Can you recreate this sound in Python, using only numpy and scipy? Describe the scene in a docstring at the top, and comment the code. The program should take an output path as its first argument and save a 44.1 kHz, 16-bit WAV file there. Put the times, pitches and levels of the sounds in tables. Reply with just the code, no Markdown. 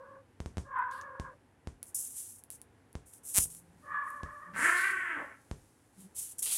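"""Kittens wrestle on a hard floor in a bare room, over a low room tone.
Two thin, wavering yowls come first, among dull knocks that jolt the phone and sharp plastic snaps.
Close plastic slides and crackles, a taut fold lets go in a run of cracks, and a low growl begins.
A third yowl swells and a short growl leads into one harsh, hissing snarl; a last growl and slides follow.
Voices are unsteady harmonics and gated noise in a coloured throat; the rest is shaped noise and pulses."""
import sys
import numpy as np
from scipy import signal
from scipy.fft import rfft, irfft
from scipy.io import wavfile
from scipy.ndimage import uniform_filter1d

SR = 44100
rng = np.random.default_rng(int(sys.argv[2]) if len(sys.argv) > 2 else 0)


def wav_out(sig):
    """Save sig, one row per channel (or a flat mono array), as 16-bit PCM at SR to the path in sys.argv[1]."""
    wavfile.write(sys.argv[1], SR, np.round(np.clip(np.atleast_2d(sig).T, -1, 1) * 32767).astype(np.int16))


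N = 289737  # length in samples
T = np.arange(N) / SR  # time in seconds


def undb(db):
    """Decibels to gain."""
    return 10 ** (np.asarray(db) / 20)


def unit(x):
    """Scale to rms 1."""
    return x / np.sqrt(np.mean(x ** 2) + 1e-20)


def steady(x):
    """Even out a sound's slow level over 50 ms, keeping its fast flutter."""
    power = np.abs(uniform_filter1d(x ** 2, int(0.05 * SR)))
    return x / np.sqrt(power + 1e-12)


def curves(rows, t):
    """Each column of a table as a curve over time."""
    s, *columns = np.transpose(rows)
    return [np.interp(t, s, c) for c in columns]


def span(start, end):
    """The times from start to end, in seconds, from the beginning of the scene at the earliest."""
    return T[max(int(start * SR), 0):int(end * SR)]


def ramp(t, length):
    """A smooth rise from 0 to 1 over some length of time."""
    return np.sin(np.pi / 2 * np.clip(t / length, 0, 1)) ** 2


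def envelope(t, attack, hold, sag_db, release):
    """Rise, sag by so many dB a second, and from the hold time on also die away exponentially."""
    rise = np.clip(t / attack, 0, 1)
    sag = undb(-sag_db * np.maximum(t - attack, 0))
    return rise * sag * np.exp(-np.maximum(t - hold, 0) / release)


def walk(rate, size=N):
    """Random wander of spread 1, sliding to a new level so many times a second."""
    levels = rng.standard_normal(4096)
    return unit(np.interp(T[:size] * rate, np.arange(len(levels)), levels))


def level_at(hz, points):
    """Read a (Hz, dB) colour at some frequencies."""
    f, db = np.transpose(points)
    return np.interp(np.log(hz), np.log(f), db)


def response(points, size=1024):
    """Minimum-phase impulse response with a (Hz, dB) colour, by folding its cepstrum."""
    hz = np.arange(size // 2 + 1) * SR / size + 1
    cepstrum = irfft(np.log(undb(level_at(hz, points))))
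    cepstrum[1:size // 2] *= 2
    cepstrum[size // 2 + 1:] = 0
    return irfft(np.exp(rfft(cepstrum)))


def colour(x, points, size=1024):
    """Filter a sound with a (Hz, dB) colour."""
    return signal.oaconvolve(x, response(points, size=size))[:len(x)]


def add(out, s, sound):
    """Mix a short sound in at time s."""
    i = int(s * SR)
    out[i:i + len(sound)] += sound[:N - i]


def room(x, t60, wet_db):
    """Direct sound plus the diffuse ring of bare walls, a noise tail that falls 60 dB in t60 seconds."""
    t = T[:SR // 3]
    tail = rng.standard_normal(len(t)) * undb(-60 * t / t60) * (t > 0.004)
    tail = tail / np.sqrt(np.sum(tail ** 2))
    return x + undb(wet_db) * signal.fftconvolve(x, tail)[:len(x)]


def crinkle(spread_db):
    """Dense tiny slips of very unequal size."""
    slips = rng.standard_normal(N) * (rng.random(N) < 0.3)
    return slips * undb(spread_db * np.minimum(rng.exponential(size=N), 6))


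def room_tone(level_db=-64.5):
    """A low rumble and faint hiss that stir a little, from coloured noise."""
    # spectrum of the room tone: frequency_hz, relative_level_db
    tone_colour = [(18, -55.5), (30, -21), (60, -11), (100, -2.5), (135, -9), (175, -14.5), (273, -7.5),
                   (336, -12), (437, -14.5), (526, -15), (600, -20.5), (844, -16.5), (1220, -24),
                   (1670, -22.5), (3980, -37), (6500, -40), (11000, -37), (14000, -58)]
    noise = unit(colour(rng.standard_normal(N), tone_colour, size=4096))
    return noise * undb(level_db + 1.3 * walk(9))


def fur():
    """Bodies brush softly over the floor while the kittens tussle: many tiny slips under a slow level."""
    # loudness of the brushing, before its flutter: time_s, level_db
    brushing = [(2.9, -92), (3.7, -76), (4.45, -72), (5.3, -73), (6.5, -71)]
    # spectrum of the brushing: frequency_hz, relative_level_db
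    fur_colour = [(1000, -8), (4000, -9), (7000, -3), (10500, 0), (13000, -12), (16000, -20)]
    return unit(colour(crinkle(1.3), fur_colour)) * undb(curves(brushing, T)[0] + 2 * walk(12))


def knocks(fizz_db=-38, fizz_s=0.04, rumble_db=-30, rumble_s=0.06):
    """Each knock is a sudden push that a bass cut turns into a click, with a boom, rumble and faint fizz."""
    # dull knocks, pushes before the bass cut: start_s, push_level_db, relax_s
    jolts = [(0.4033, -26, 0.0087), (0.4602, -27, 0.035), (0.5713, -25, 0.037), (0.5819, -24, 0.015),
             (1.1986, -25, 0.043), (1.673, -27, 0.025), (2.9535, -27, 0.015), (3.3843, -23.5, 0.047),
             (3.457, -41, 0.03), (4.2333, -28, 0.03), (5.5132, -25, 0.038)]
    # colour of a knock: frequency_hz, gain_db
    knock_colour = [(30, -1), (150, 0.5), (800, -0.5), (2500, -2), (7000, 1), (11000, -5), (14000, -20)]
    push, fizz_gain, rumble_gain = np.zeros((3, N))
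    t = T[:SR // 3]
    for s, db, relax in jolts:
        add(push, s, -undb(db) * np.exp(-t / relax))
        add(fizz_gain, s, undb(db + fizz_db) * np.exp(-t / fizz_s))
        add(rumble_gain, s, undb(db + rumble_db) * envelope(t, 0.02, 0.02, 0, rumble_s))
    rumble_band = signal.butter(2, [40, 130], "band", fs=SR, output="sos")
    rumble = unit(signal.sosfilt(rumble_band, rng.standard_normal(N)))
    bass_cut = signal.butter(4, 50, "high", fs=SR, output="sos")
    thud = signal.sosfilt(bass_cut, colour(push, knock_colour))
    boom = signal.lfilter(*signal.iirpeak(76, 2.6, fs=SR), thud)
    fizz_band = signal.butter(3, [5200, 10000], "band", fs=SR, output="sos")
    fizz = unit(signal.sosfilt(fizz_band, rng.standard_normal(N)))
    thud_in_room = room(thud, t60=0.28, wet_db=-9)
    return thud_in_room + undb(-2.0) * boom + rumble * rumble_gain + fizz * fizz_gain


def rustle(sag_db_per_s=75, release_s=0.016):
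    """Plastic slides as dense bright slips, with a coarser scrape; each stroke slows down, then stops."""
    # strokes, levels before sag and flutter: start_s, attack_s, length_s, sheen_level_db, scrape_level_db
    strokes = [(0.9, 0.025, 0.12, -63, -63), (1.855, 0.012, 0.045, -55, -80),
               (1.944, 0.005, 0.075, -33.7, -66), (2.02, 0.025, 0.11, -43, -70),
               (2.125, 0.06, 0.2, -41, -65), (2.33, 0.025, 0.065, -55, -84), (2.505, 0.004, 0.05, -50, -72),
               (3.055, 0.015, 0.075, -58, -82), (3.13, 0.012, 0.05, -56.5, -80),
               (3.228, 0.07, 0.12, -41, -68), (3.335, 0.02, 0.05, -35, -55), (3.39, 0.014, 0.05, -28, -55),
               (3.49, 0.02, 0.105, -50, -74), (4.025, 0.06, 0.16, -64, -90), (4.75, 0.03, 0.17, -44, -48),
               (5.97, 0.04, 0.08, -58, -76), (6.145, 0.04, 0.18, -38.5, -60),
               (6.381, 0.01, 0.018, -35, -64), (6.421, 0.007, 0.028, -32, -51),
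               (6.452, 0.015, 0.115, -36, -43), (6.5, 0.03, 0.07, -33.5, -53)]
    # spectrum of the bright sheen: frequency_hz, relative_level_db
    sheen_colour = [(1760, -44.5), (3000, -31.5), (3750, -30), (4080, -31.5), (5440, -7.5), (5960, -5.5),
                    (7100, 0.5), (7830, 2.5), (9870, 7.5), (11300, 3), (16000, -17.5)]
    # spectrum of the coarser scrape: frequency_hz, relative_level_db
    scrape_colour = [(250, -16), (450, -5), (900, -4), (1700, -2), (3000, 10), (4800, 9), (7000, -10.5),
                     (14000, -31.5)]
    sheen_gain, scrape_gain = np.zeros((2, N))
    for start, attack, length, sheen_db, scrape_db in strokes:
        speed = envelope(T[:SR // 2], attack, length, sag_db_per_s, release_s)
        add(sheen_gain, start, speed * undb(sheen_db))
        add(scrape_gain, start, speed * undb(scrape_db))
    sheen = unit(colour(crinkle(1.3), sheen_colour)) * sheen_gain
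    scrape = unit(colour(crinkle(1.6), scrape_colour)) * scrape_gain
    return room((sheen + scrape) * undb(0.9 * walk(120)), t60=0.33, wet_db=-17)


def snaps(run_start_s=3.347, slip_hz=199, first_db=-21, last_db=-5, count=9):
    """Creases pop with a tiny high ring; a taut fold lets go in a fast, swelling run of broad cracks."""
    # single plastic pops: start_s, level_db, ring_hz
    pops = [(0.7891, -46.5, 10700), (0.9135, -42, 6650), (1.0134, -35.5, 6300), (1.8296, -22, 10200),
            (1.8567, -40, 10000), (2.3855, -42.5, 9800), (2.4379, -33, 10500), (2.5034, -24, 10300),
            (2.6161, -30.5, 9700), (2.9294, -42, 10200), (3.1368, -34, 10000), (3.5032, -34, 9810),
            (3.5496, -29.5, 10200), (4.104, -38, 11100), (4.9107, -31, 9500), (6.3887, -32.5, 8550),
            (6.4281, -21, 10100), (6.5484, -24, 9220)]
    # spectrum of the broad crack: frequency_hz, relative_level_db
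    crack_colour = [(200, -22), (450, -20), (700, -11), (1500, -12), (2200, -8.5), (4500, -12), (8000, 3),
                    (11000, 1.5), (16000, -15.5)]
    out, t = np.zeros(N), T[:256]
    crack = response(crack_colour)[:len(t)]
    crack = crack / np.abs(crack).max()
    for s, db, hz in pops:
        ring = np.sin(2 * np.pi * hz * t) * np.exp(-t / 0.0004)
        add(out, s, undb(db) * (0.02 * crack + ring))
    # the run swells from first_db towards last_db, uneven in timing and size
    for k, (late, size_db) in enumerate(rng.standard_normal((count, 2))):
        swell_db = (last_db - first_db) * np.sqrt(ramp(k + 0.5, count - 2))
        crack_s = run_start_s + k / slip_hz + 0.00015 * late
        add(out, crack_s, crack * undb(first_db + swell_db + 0.9 * size_db))
    return room(out, t60=0.1, wet_db=-10)


def growls(edge_s=0.06):
    """Low grumbles through a closed mouth: an unsteady, rising fundamental and a weak second harmonic."""
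    # growls, pitch and level before their flutter: start_s, length_s, start_pitch_hz, glide_hz_per_s, level_db
    grumbles = [(3.45, 0.56, 163, 28, -64), (4.445, 0.12, 171, 90, -56), (5.95, 0.17, 186, 80, -52)]
    out = np.zeros(N)
    for start, length, hz, glide, db in grumbles:
        t = span(0, length)
        wavering_hz = (hz + glide * t) * (1 + 0.035 * walk(63, len(t)))
        phase = 2 * np.pi * np.cumsum(wavering_hz) / SR
        edges = ramp(t, edge_s) * ramp(length - t, edge_s)
        gain = edges * undb(db + 3.2 * walk(45, len(t)))
        add(out, start, gain * (np.sin(phase) + undb(-17.5) * np.sin(2 * phase)))
    return out


def effort(t, pitch_recovery=1.5):
    """Each push builds up and relaxes; gives the swell in dB and the pitch drop in Hz."""
    # pushes of effort within the cries: peak_s, build_s, relax_s, swell_db, pitch_drop_hz
    pushes = [(0.22, 0.06, 0.05, 0, 22), (0.8, 0.14, 0.2, 23.5, 66), (1.26, 0.03, 0.025, 6, 55),
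              (3.975, 0.135, 0.185, 18, 20), (4.665, 0.05, 0.04, 3, 0), (4.855, 0.035, 0.03, 3.5, 0),
              (5.12, 0.07, 0.05, 2, 0), (5.33, 0.04, 0.025, 5, 0)]
    swell, drop = 0, 0
    for peak, build, relax, swell_db, drop_hz in pushes:
        push = ramp(t - peak + build, build) * np.exp(-np.maximum(t - peak, 0) / relax)
        swell = swell + swell_db * push
        # as the push relaxes, the pitch comes back faster than the level
        drop = drop + drop_hz * push ** pitch_recovery
    return swell, drop


def voice(hz, rough, closing, mouth_db, nose_db, wide, narrow, jitter, flutter_hz, shimmer_db, rasp, count=10):
    """Unsteady vocal folds and gated air noise ring the throat; the fundamental leaves through the nose."""
    n, closing = len(hz), np.clip(closing, 0, 1)
    phase = 2 * np.pi * np.cumsum(hz * (1 + jitter * rough * walk(flutter_hz, n))) / SR
    tone = 0
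    for k in range(2, count):
        # the closing jaw moves the vowel from the wide to the narrow throat colour
        throat_db = (1 - closing) * level_at(k * hz, wide) + closing * level_at(k * hz, narrow)
        # the tone weakens towards the high harmonics
        tone = tone + undb(throat_db) * np.exp(-(k / 7) ** 2) * np.cos(k * phase)
    tone = steady(tone * undb(shimmer_db * rough * walk(200, n)))
    # air noise pulses once per cycle of the folds
    puffs = rng.standard_normal((2, 2 * SR))[:, :n] * (1 + np.cos(phase))
    open_air = np.sqrt(1 - closing) * colour(puffs[0], wide)
    closed_air = np.sqrt(closing) * colour(puffs[1], narrow)
    air = steady(open_air + closed_air)
    # wall reflections beat with the wavering pitch; levelled afterwards, so the effort sets the level heard
    mouth = steady(room(tone + rasp * rough * air, t60=0.24, wet_db=1))
    hum = np.sin(phase) * undb(4.9 * rough * walk(110, n))
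    nose = steady(room(hum, t60=0.27, wet_db=1)) * undb(2 * walk(22, n) - 1)
    return mouth * undb(mouth_db) + nose * undb(nose_db)


def snarl(start_s=4.528, attack_s=0.145, fade_s=5.21, release_s=0.072, level_db=-27.1, sag_db_per_s=23,
          hiss_db=-38.5, hiss_attack_s=0.125, hiss_sag_db_per_s=60):
    """A growl flies up into a harsh open-mouthed cry, air hissing through the teeth, then sags and sinks."""
    # voicing over time, nose before its trim and flutter: time_s, pitch_hz, roughness (0-1),
    # jaw_closing (0-1), nose_level_db
    shape = [(4.53, 194.7, 0.89, 0.2, -54), (4.6, 240, 0.92, 0.03, -49), (4.66, 346, 0.7, 0.05, -45.5),
             (4.88, 386, 0.5, 0, -61), (4.95, 376, 0.46, 0.04, -48), (5.06, 357, 0.85, 0, -65),
             (5.14, 315, 0.7, 0.11, -51), (5.22, 278, 0.89, 0.87, -51), (5.33, 270, 0.92, 0.3, -74)]
    # throat with the jaw open, then nearly closed: frequency_hz, relative_level_db
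    open_throat = [(400, -26), (560, -22), (800, -27), (1050, -9), (1250, -6.5), (1500, 2), (1850, 2),
                   (2150, 0), (2500, -10), (3200, -18), (4200, -44), (6000, -56.5)]
    closed_throat = [(200, -18.5), (400, -7), (560, -3), (750, -9), (950, -2), (1250, -3), (1600, -3),
                     (1900, -2), (2600, -24), (4500, -44.5)]
    # spectrum of air forced through the teeth: frequency_hz, relative_level_db
    hiss_colour = [(2000, -25), (4000, -13), (5500, -13), (7500, -2), (9500, 0), (11000, -6), (13000, -19),
                   (16000, -26)]
    out, t = np.zeros(N), span(start_s, start_s + 1)
    age, hold = t - t[0], fade_s - start_s
    hz, rough, closing, nose_db = curves(shape, t)
    force = envelope(age, attack_s, hold, sag_db_per_s, release_s)
    force_db = 20 * np.log10(force + 1e-9)
    swell_db = effort(t)[0]
    cry = voice(hz, rough, closing, level_db + force_db + swell_db, nose_db, open_throat, closed_throat,
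                jitter=0.065, flutter_hz=170, shimmer_db=4.5, rasp=0.85)
    hiss = unit(colour(rng.standard_normal(N), hiss_colour))[:len(t)]
    hiss_force = envelope(age, hiss_attack_s, hold, hiss_sag_db_per_s, release_s)
    hiss = hiss * undb(hiss_db) * hiss_force * ramp(age, hiss_attack_s / 2)
    add(out, t[0], (cry + hiss) * ramp(age, 0.012) * ramp(t[-1] - t, 0.16))
    return out


def yowls(attack_s=0.08, release_s=0.09, relaxed_rough=0.45, rough_per_db=0.002, fray=0.35, fray_s=0.25,
          nose_per_db=0.42, mouth_lag_s=0.03):
    """Thin, wavering complaints; as they swell they dip in pitch, turn hoarse and pass from nose to mouth."""
    # yowls at rest, nose before its trim and flutter: start_s, end_s, relaxed_pitch_hz, relaxed_level_db,
    # nose_level_db (the fundamental), jaw_closing (0-1)
    cries = [(-0.1, 0.27, 540, -56.5, -54.5, 0.65), (0.62, 1.4, 556, -54, -56, 0.48),
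             (3.81, 4.6, 583, -51.2, -61.5, 0.14)]
    # throat with the jaw open, then nearly closed: frequency_hz, relative_level_db
    open_throat = [(500, -39.5), (780, -29), (940, -3), (1150, -1.5), (1300, -4), (1600, 1), (1800, -8.5),
                   (2050, -15), (2600, -31.5), (3300, -33), (4200, -52), (14000, -73)]
    closed_throat = [(500, -33.5), (780, -28), (930, 2), (1120, 2), (1350, -11), (1650, -11), (2100, -37),
                     (4500, -59)]
    out = np.zeros(N)
    for start, end, hz, db, nose_db, closing in cries:
        t = span(start, end)
        swell, drop = effort(t)
        # the mouth closes just before the voice stops
        shut_db = 20 * np.log10(ramp(end - mouth_lag_s - t, release_s) + 0.05)
        # the voice frays as the air runs out
        rough = relaxed_rough + rough_per_db * swell + fray * ramp(t - end + fray_s, fray_s)
        cry = voice(hz - drop, rough, closing, db + swell + shut_db, nose_db - nose_per_db * swell,
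                    open_throat, closed_throat, jitter=0.08, flutter_hz=170, shimmer_db=5.5, rasp=0.62)
        add(out, t[0], cry * ramp(t - start, attack_s) * ramp(end - t, release_s))
    return out


def scene():
    """Room tone, brushing fur, knocks, plastic and the kittens' voices, the same on both channels."""
    background = room_tone() + fur()
    close_by = knocks() + rustle() + snaps()
    voices = growls() + snarl() + yowls()
    mono = background + close_by + voices
    return np.array([mono, mono])


def record(dry, top_hz=15900):
    """Cut off the top of both channels with a steep low-pass."""
    return signal.sosfilt(signal.ellip(10, 0.2, 80, top_hz, fs=SR, output="sos"), dry)


dry = scene()
out = record(dry)
wav_out(out)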